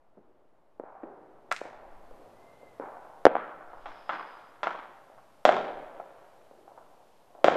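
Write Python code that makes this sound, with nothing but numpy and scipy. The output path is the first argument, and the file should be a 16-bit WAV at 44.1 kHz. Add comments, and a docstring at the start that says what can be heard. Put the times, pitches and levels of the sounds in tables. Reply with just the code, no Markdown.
"""Fireworks at night, heard from between houses: dull thuds farther off, then sharp bursts overhead.
Each bang is a jump in air pressure that rebounds from the ground, bounces between house fronts and
rolls away over the neighbourhood. A small cracker snaps and faint rockets whistle in the distance,
over a low rumble and hiss. The loudest bangs overload the small microphone."""
import sys
import numpy as np
from scipy import signal
from scipy.fft import rfft, irfft, next_fast_len
from scipy.io import wavfile

SR = 44100
rng = np.random.default_rng(int(sys.argv[2]) if len(sys.argv) > 2 else 0)


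def dump_mix(stems):
    """Bounce the given channels to the path in sys.argv[1] as a 16-bit WAV at rate SR."""
    frames = np.atleast_2d(stems).T  # one column per channel
    limited = np.clip(frames, -1, 1)  # hard clip at full scale
    pcm = np.round(limited * 32767).astype(np.int16)
    wavfile.write(sys.argv[1], SR, pcm)


N = 333396


def from_db(db):
    """Turn decibels into a multiplier: 0 dB gives 1, -20 dB gives 0.1."""
    return 10 ** (np.asarray(db) / 20)


def unit_level(x):
    """Scale a sound so that its average level (rms) is 1."""
    return x / np.sqrt(np.mean(x ** 2) + 1e-20)


def keep_band(x, hz, kind, order=2):
    """Keep what is below hz ("low"), above it ("high") or between two values ("band")."""
    sections = signal.butter(order, np.clip(hz, 10, .45 * SR), kind, fs=SR, output="sos")
    return signal.sosfilt(sections, x + 1e-18)


def resonate(x, hz, width_hz):
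    """Make a sound ring at one pitch; a narrower width rings longer."""
    r = np.exp(-np.pi * width_hz / SR)
    feedback = [1, -2 * r * np.cos(2 * np.pi * hz / SR), r * r]
    return signal.lfilter(np.array([1, 0, -1]) * (1 - r * r) / 2, feedback, x + 1e-18)


def add(out, start_s, x):
    """Mix x into out from start_s on."""
    i = int(np.clip(round(start_s * SR), 0, len(out)))
    out[i:i + len(x)] += x[:len(out) - i]


def coloured_noise(spectrum):
    """Steady noise with the given balance of low and high pitches."""
    hz, db = np.transpose(spectrum)
    size = next_fast_len(N)
    all_hz = np.fft.rfftfreq(size, 1 / SR)
    gain = from_db(np.interp(np.log(all_hz + 1), np.log(hz), db))
    return unit_level(irfft(rfft(rng.standard_normal(size)) * gain, size)[:N])


# How loud the rumble is over time: time_s, level_db
RUMBLE_LEVELS = [(0, -68), (.75, -68), (2.0, -56.5), (3.9, -61.5), (4.6, -61.5), (7.56, -64)]
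# Its balance of low and high: pitch_hz, gain_db
RUMBLE_COLOUR = [(40, -19), (100, -3.5), (200, -5.5), (400, -2.5), (650, 2.5), (1000, -3.5), (1600, -14.5),
                 (3000, -26.5), (8000, -46.5)]
def town_rumble():
    """The town and far displays blur into a rumble that slowly rises and falls."""
    time_s, level_db = np.transpose(RUMBLE_LEVELS)
    return from_db(np.interp(np.arange(N) / SR, time_s, level_db)) * coloured_noise(RUMBLE_COLOUR)


# The hiss's balance of low and high: pitch_hz, gain_db
HISS_COLOUR = [(300, -0.5), (1500, 7), (3000, 8), (6000, 2), (9000, 0.5), (12000, 0), (13500, 0),
               (14500, -37.5)]
def faint_hiss(level_db=-73, fade_in_s=2.14, dip_s=3.27, recovery_s=0.6):
    """A hiss fades in, and dips briefly just after the loudest bang."""
    t = np.arange(N) / SR
    fade_db = -17.5 * (1 - np.minimum(t / fade_in_s, 1) ** 2)
    dip_db = -5 * (t > dip_s) * np.exp(-np.abs(t - dip_s) / recovery_s)
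    return from_db(level_db + fade_db + dip_db) * coloured_noise(HISS_COLOUR)


# Soft low swells, puffs of air plus a thump at 3.29 s just after the loudest bang: peak_time_s, level_db,
# half_length_s
LOW_SWELLS = [(1.978, -49.5, 0.24), (3.29, -58, 0.075), (3.835, -50, 0.16), (5.8, -59, .14)]
def breeze(still_db=-70.5, cutoff_hz=10):
    """Slow air pushes on the microphone in soft puffs, and a low thump follows just after the loudest bang."""
    t = np.arange(N) / SR
    puffs = sum(from_db(db) * np.exp(-((t - peak_s) / half_s) ** 2) for peak_s, db, half_s in LOW_SWELLS)
    pressure = unit_level(keep_band(rng.standard_normal(N), cutoff_hz, "low"))
    return (from_db(still_db) + puffs) * pressure


# Pitches that the microphone's case boosts or weakens: pitch_hz, width_hz, gain_db
MIC_RESONANCES = [(201, 7.5, 4), (224, 61, -3.5), (280, 100, 3), (477, 12, 1), (554, 130, 1.5),
                  (671, 160, 3.5), (1203, 200, -1.5), (1400, 300, 2), (1940, 210, -2.5), (2740, 550, -3.5),
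                  (4500, 1900, -3.5), (7500, 1000, 3.5)]
def blast_wave(pitch_hz, treble_hz, ring_db, ring_hz=3250, ring_width_hz=600):
    """A pressure jump, then suction. Bigger charges are deeper; air dulls what lies above treble_hz."""
    wave = resonate(signal.unit_impulse(2048), pitch_hz, width_hz=0.56 * pitch_hz)
    wave = keep_band(wave, treble_hz, "low")
    wave = keep_band(wave, 2.49 * treble_hz, "low", order=4)
    wave = keep_band(wave, 180, "high")   # the small microphone loses the bass and adds its own ring
    for hz, width_hz, gain_db in [*MIC_RESONANCES, (ring_hz, ring_width_hz, ring_db)]:
        wave = wave + (from_db(gain_db) - 1) * resonate(wave, hz, width_hz)
    return wave / np.abs(wave).max()


def echo_swarm(wave, t, per_s):
    """Many surfaces send the wave back at random times, a few as strong slaps."""
    arrivals = (rng.random(len(t)) < per_s / SR) * rng.choice([-1, 1], len(t))
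    sizes = from_db(5 * np.minimum(rng.exponential(1, len(t)), 3))
    return unit_level(signal.oaconvolve(arrivals * sizes, wave)[:len(t)])


# Rebounds from the ground and roof edges: delay_s, gain_db (added to scatter_db)
REBOUNDS = [(.0038, -5.5), (0.028, -11.5)]
def crack(wave, scatter_db, front_db, fade_s=0.079, round_trip_s=.0387, trip_gain_db=-13.5):
    """The wave itself, its close echoes (scatter_db) and its bounces between house fronts (front_db)."""
    t = np.arange(SR // 4) / SR
    out = np.zeros(len(t))
    fade = from_db(-60 * t / fade_s)
    add(out, 0, wave)
    add(out, .002, from_db(scatter_db - 4) * fade * echo_swarm(wave, t, per_s=4300))
    for delay_s, gain_db in REBOUNDS:
        add(out, delay_s, from_db(scatter_db + gain_db) * wave)
    echo = from_db(-20) * fade * echo_swarm(wave, t, per_s=13000)
    add(echo, 0, wave)
    for trip in range(2):
        echo = keep_band(echo, 2300, "low")   # duller with every trip
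        add(out, (trip + 1) * round_trip_s, from_db(front_db + trip * trip_gain_db) * echo)
    return out


# Walls around the listener: delay_s, gain_db
NEAR_WALLS = [(.0052, -19), (0.0128, -13.5), (0.0165, -11)]
def off_nearby_walls(wave):
    """Echoes bounce once more near the listener, which boosts some pitches and weakens others."""
    out = wave.copy()
    for delay_s, gain_db in NEAR_WALLS:
        add(out, delay_s, from_db(gain_db) * wave)
    return out


# Where one band of the street's echo ends and the next begins: pitch_hz
STREET_SPLITS = [350, 1000, 2200, 4500]
# Those bands, from bass to treble: fade_s (time to fall 60 dB), gain_db
STREET_BANDS = [(0.89, 5), (0.83, -0.5), (0.72, 4), (0.73, 3.5), (.42, 3)]
def street_tail(wave, swell_s=.016):
    """Dense echoes from the nearest buildings; the treble dies first."""
    t = np.arange(SR) / SR
    rest, bands = echo_swarm(wave, t, per_s=2400), []
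    for hz in STREET_SPLITS:
        bands.append(keep_band(keep_band(rest, hz, "low"), hz, "low"))
        rest = keep_band(keep_band(rest, hz, "high"), hz, "high")
    swell = 1 - np.exp(-t / swell_s)
    fades = [from_db(gain_db - 60 * t / fade_s) for fade_s, gain_db in STREET_BANDS]
    return swell * sum(band * fade for band, fade in zip([*bands, rest], fades))


def far_roll(wave, length_s=2.1, swell_s=.05, fade_s=2.25, treble_hz=2300):
    """Duller echoes set in late, swell and roll away over the neighbourhood."""
    t = np.arange(int(length_s * SR)) / SR
    echoes = keep_band(echo_swarm(wave, t, per_s=3000), treble_hz, "low")
    swell = 1 - np.exp(-(t / swell_s) ** 2)
    return unit_level(echoes) * swell * from_db(-60 * t / fade_s)


def bang(direct, tail, scatter_db, front_db, street_db, roll_db):
    """The direct wave cracks; the tail wave fills the street and rolls away. 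Each dB sets one echo."""
    scattered = off_nearby_walls(tail)
    out = from_db(roll_db) * far_roll(scattered)
    add(out, 0, from_db(street_db) * street_tail(scattered))
    add(out, 0, crack(direct, scatter_db, front_db))
    return out


# Thuds behind the houses (the one at 1.615 s is the cracker's snap, thrown back by a distant wall): start_s,
# level_db, pitch_hz, treble_hz, scatter_db, street_db, roll_db, tail_pitch_hz
THUDS = [ (0.1721, -44.5, 259, 700, 2.5, -19, -19, 333), (0.7978, -25, 417, 920, -13.5, -31, -22, 795),
         (1.0337, -31, 310, 1290, -2.5, -19, -19.5, 375), (1.6150, -23.5, 487, 1210, -24, -21, -24.5, 720),
         (2.7982, -24, 416, 1150, -10, -15, -20, 830)]
def mortar_thuds():
    """Deep knocks from behind the houses, each with an echo from the house fronts and a long roll. Most are
    launch tubes firing; the one at 1.615 s is the cracker's snap thrown back by a distant wall."""
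    out = np.zeros(N)
    for start_s, level_db, pitch_hz, treble_hz, scatter_db, street_db, roll_db, tail_pitch_hz in THUDS:
        direct = blast_wave(pitch_hz, treble_hz, ring_db=-3)
        tail = blast_wave(tail_pitch_hz, treble_hz=1270, ring_db=-3)
        thud = bang(direct, tail, scatter_db, front_db=-8, street_db=street_db, roll_db=roll_db)
        add(out, start_s, from_db(level_db) * thud)
    return out


def in_recess(wave, treble_hz=3500, round_trip_s=0.001446, trip_gain_db=-9.5):
    """Sound bounces to and fro in a narrow gap by the microphone and briefly rings hollow."""
    out, echo = wave.copy(), keep_band(wave, treble_hz, "low", order=1)
    for trip in range(1, 5):
        add(out, trip * round_trip_s, from_db(trip * trip_gain_db) * echo)
    return out


# Snaps of a small cracker: start_s, level_db, pitch_hz, treble_hz, scatter_db, street_db
SNAPS = [(1.5130, -26, 1300, 6100, 1.5, -50), (1.5159, -11, 1280, 3200, -12, -40),
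         (1.5249, -15, 1460, 10500, -30, -30.5), (1.5642, -23, 2400, 5400, -17, -39)]
def cracker_snaps():
    """A small charge sounds bright, with a short hissing tail and hardly any roll."""
    out = np.zeros(N)
    tail = blast_wave(pitch_hz=1700, treble_hz=8000, ring_db=-5)
    for start_s, level_db, pitch_hz, treble_hz, scatter_db, street_db in SNAPS:
        direct = in_recess(blast_wave(pitch_hz, treble_hz, ring_db=-5), treble_hz=9000)
        snap = bang(direct, tail, scatter_db, front_db=-30, street_db=street_db, roll_db=-51)
        add(out, start_s, from_db(level_db) * snap)
    return out


# Faint pops of a far display: start_s, level_db, pitch_hz, roll_db
POPS = [(2.1110, -40, 450, -15), (2.2200, -42.5, 580, -27), (2.6305, -41.5, 444, -24.5),
        (3.7332, -33.5, 960, -21.5), (5.0990, -42, 604, -29), (6.5115, -41.5, 453, -16.5),
        (6.6785, -38.5, 793, -19), (6.7765, -37, 898, -29.5), (7.3050, -48, 666, -8),
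        (7.3501, -40, 753, -12.5)]
def far_pops():
    """Far bursts, dulled by the air and half lost in their echoes."""
    out = np.zeros(N)
    for start_s, level_db, pitch_hz, roll_db in POPS:
        wave = blast_wave(pitch_hz, treble_hz=860, ring_db=2)
        pop = bang(wave, wave, scatter_db=-5, front_db=-6, street_db=-18.5, roll_db=roll_db)
        add(out, start_s, from_db(level_db) * pop)
    return out


def whistle(length_s, pitches_hz, waver_hz, jet_db):
    """A burning rocket hisses and sounds like an unsteady pipe, gliding through three pitches."""
    burnt = np.minimum(np.arange(SR * 3 // 2) / SR / length_s, 1)   # 0 when lit, 1 when spent
    hz = np.polyval(np.polyfit([0, .5, 1], pitches_hz, 2), burnt)
    thrust = np.abs(np.sin(np.pi * burnt))
    noise = rng.standard_normal(len(hz)) + 1j * rng.standard_normal(len(hz))
    waver = keep_band(noise, waver_hz, "low")   # shakes both loudness and pitch
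    phase = 2 * np.pi * np.cumsum(hz) / SR
    tone = unit_level(np.real(waver * np.exp(1j * phase))) * thrust
    jet_band_hz = [0.46 * pitches_hz[1], 0.76 * pitches_hz[1]]
    jet = unit_level(keep_band(rng.standard_normal(len(hz)), jet_band_hz, "band"))
    direct = tone + from_db(jet_db) * jet * np.minimum(10 * thrust, 1)
    out = direct.copy()
    for echo_delay_s in rng.uniform(0.065, 0.18, 4):
        add(out, echo_delay_s, from_db(-11) * direct)
    return out


# Far whistles: start_s, length_s, first_hz, middle_hz, last_hz, level_db, waver_hz, jet_db
WHISTLES = [(2.26, .62, 1850, 2100, 1790, -70.5, 18, -9), (3.80, .66, 5600, 5060, 4980, -72.5, 55, 0),
            (3.69, .74, 5080, 4740, 4560, -77.5, 95, 0)]
def rockets():
    """A low whistle rises and falls, then a high one with two tones sinks."""
    out = np.zeros(N)
    for start_s, length_s, *pitches_hz, level_db, waver_hz, jet_db in WHISTLES:
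        add(out, start_s, from_db(level_db) * whistle(length_s, pitches_hz, waver_hz, jet_db))
    return out


# Bangs that arrive as two cracks (the second row is the first thrown back by a far wall 0.1 s later): start_s,
# level_db, pitch_hz, treble_hz, second_db (added to level_db), street_db, roll_db, tail_hz
DOUBLE_BANGS = [(3.2536, 3, 502, 2385, -.5, -32.5, -48.5, 636),
                (3.3536, -10.5, 780, 1310, -4, -27, -35, 1185)]
def double_bangs(gap_s=.0126):
    """A hard, dry crack with a duller one right behind it; a far wall throws the pair back 0.1 s later."""
    out = np.zeros(N)
    for start_s, level_db, pitch_hz, treble_hz, second_db, street_db, roll_db, tail_hz in DOUBLE_BANGS:
        direct = blast_wave(pitch_hz, treble_hz, ring_db=2)
        tail = blast_wave(tail_hz, treble_hz=1650, ring_db=2)
        first = bang(direct, tail, scatter_db=-18.5, front_db=-28.5, street_db=street_db, roll_db=roll_db)
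        add(out, start_s, from_db(level_db) * first)
        second = crack(blast_wave(pitch_hz, treble_hz=1420, ring_db=2), scatter_db=-18, front_db=-41.5)
        add(out, start_s + gap_s, from_db(level_db + second_db) * second)
    return out


# Shells bursting overhead:
# start_s, level_db, pitch_hz, treble_hz, scatter_db, front_db, roll_db, tail_treble_hz
BURSTS = [ (3.8580, -29, 920, 2270, -3, -21, -23.5, 3060),
          (4.0933, -17, 1008, 2060, -4.5, -13, -27.5, 2470),
          (4.6320, -16, 940, 2876, -3.5, 4.5, -33.5, 2717), (5.4526, -1, 623, 3855, -6.5, -2, -34, 3200),
          (7.4440, -3, 550, 3540, -5, 0, -25.5, 3330)]
# Distant buildings that throw each burst back: delay_s, gain_db
FAR_WALLS = [(0.1137, -15.5), (.5465, -27.5)]
def shell_bursts():
    """Shells explode overhead, fill the street with echoes and come back dull from distant buildings."""
    out = np.zeros(N)
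    for start_s, level_db, pitch_hz, treble_hz, scatter_db, front_db, roll_db, tail_treble_hz in BURSTS:
        direct = in_recess(blast_wave(pitch_hz, treble_hz, ring_db=4.5))
        tail = blast_wave(pitch_hz, tail_treble_hz, ring_db=3.5)
        burst = bang(direct, tail, scatter_db, front_db, street_db=scatter_db - 12, roll_db=roll_db)
        add(out, start_s, from_db(level_db) * burst)
        dull_wave = in_recess(blast_wave(pitch_hz, treble_hz=1050, ring_db=4.5))
        echo = crack(dull_wave, scatter_db=-1.5, front_db=-21)
        for delay_s, gain_db in FAR_WALLS:
            add(out, start_s + delay_s, from_db(level_db + gain_db) * echo)
    return out


def scene():
    """Bangs and rockets over the night air, in one channel."""
    night_air = town_rumble() + faint_hiss() + breeze()
    fireworks = mortar_thuds() + cracker_snaps() + far_pops() + rockets() + double_bangs() + shell_bursts()
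    return (night_air + fireworks)[None]


def record(dry, offset=-.0008, cutoff_hz=14200):
    """The microphone sits slightly off zero, flattens the loudest peaks and loses the highest treble."""
    clipped = np.clip(dry + offset, -.98, .98)
    return signal.sosfilt(signal.ellip(8, .2, 70, cutoff_hz, fs=SR, output="sos"), clipped)


dry = scene()
out = record(dry)
dump_mix(out)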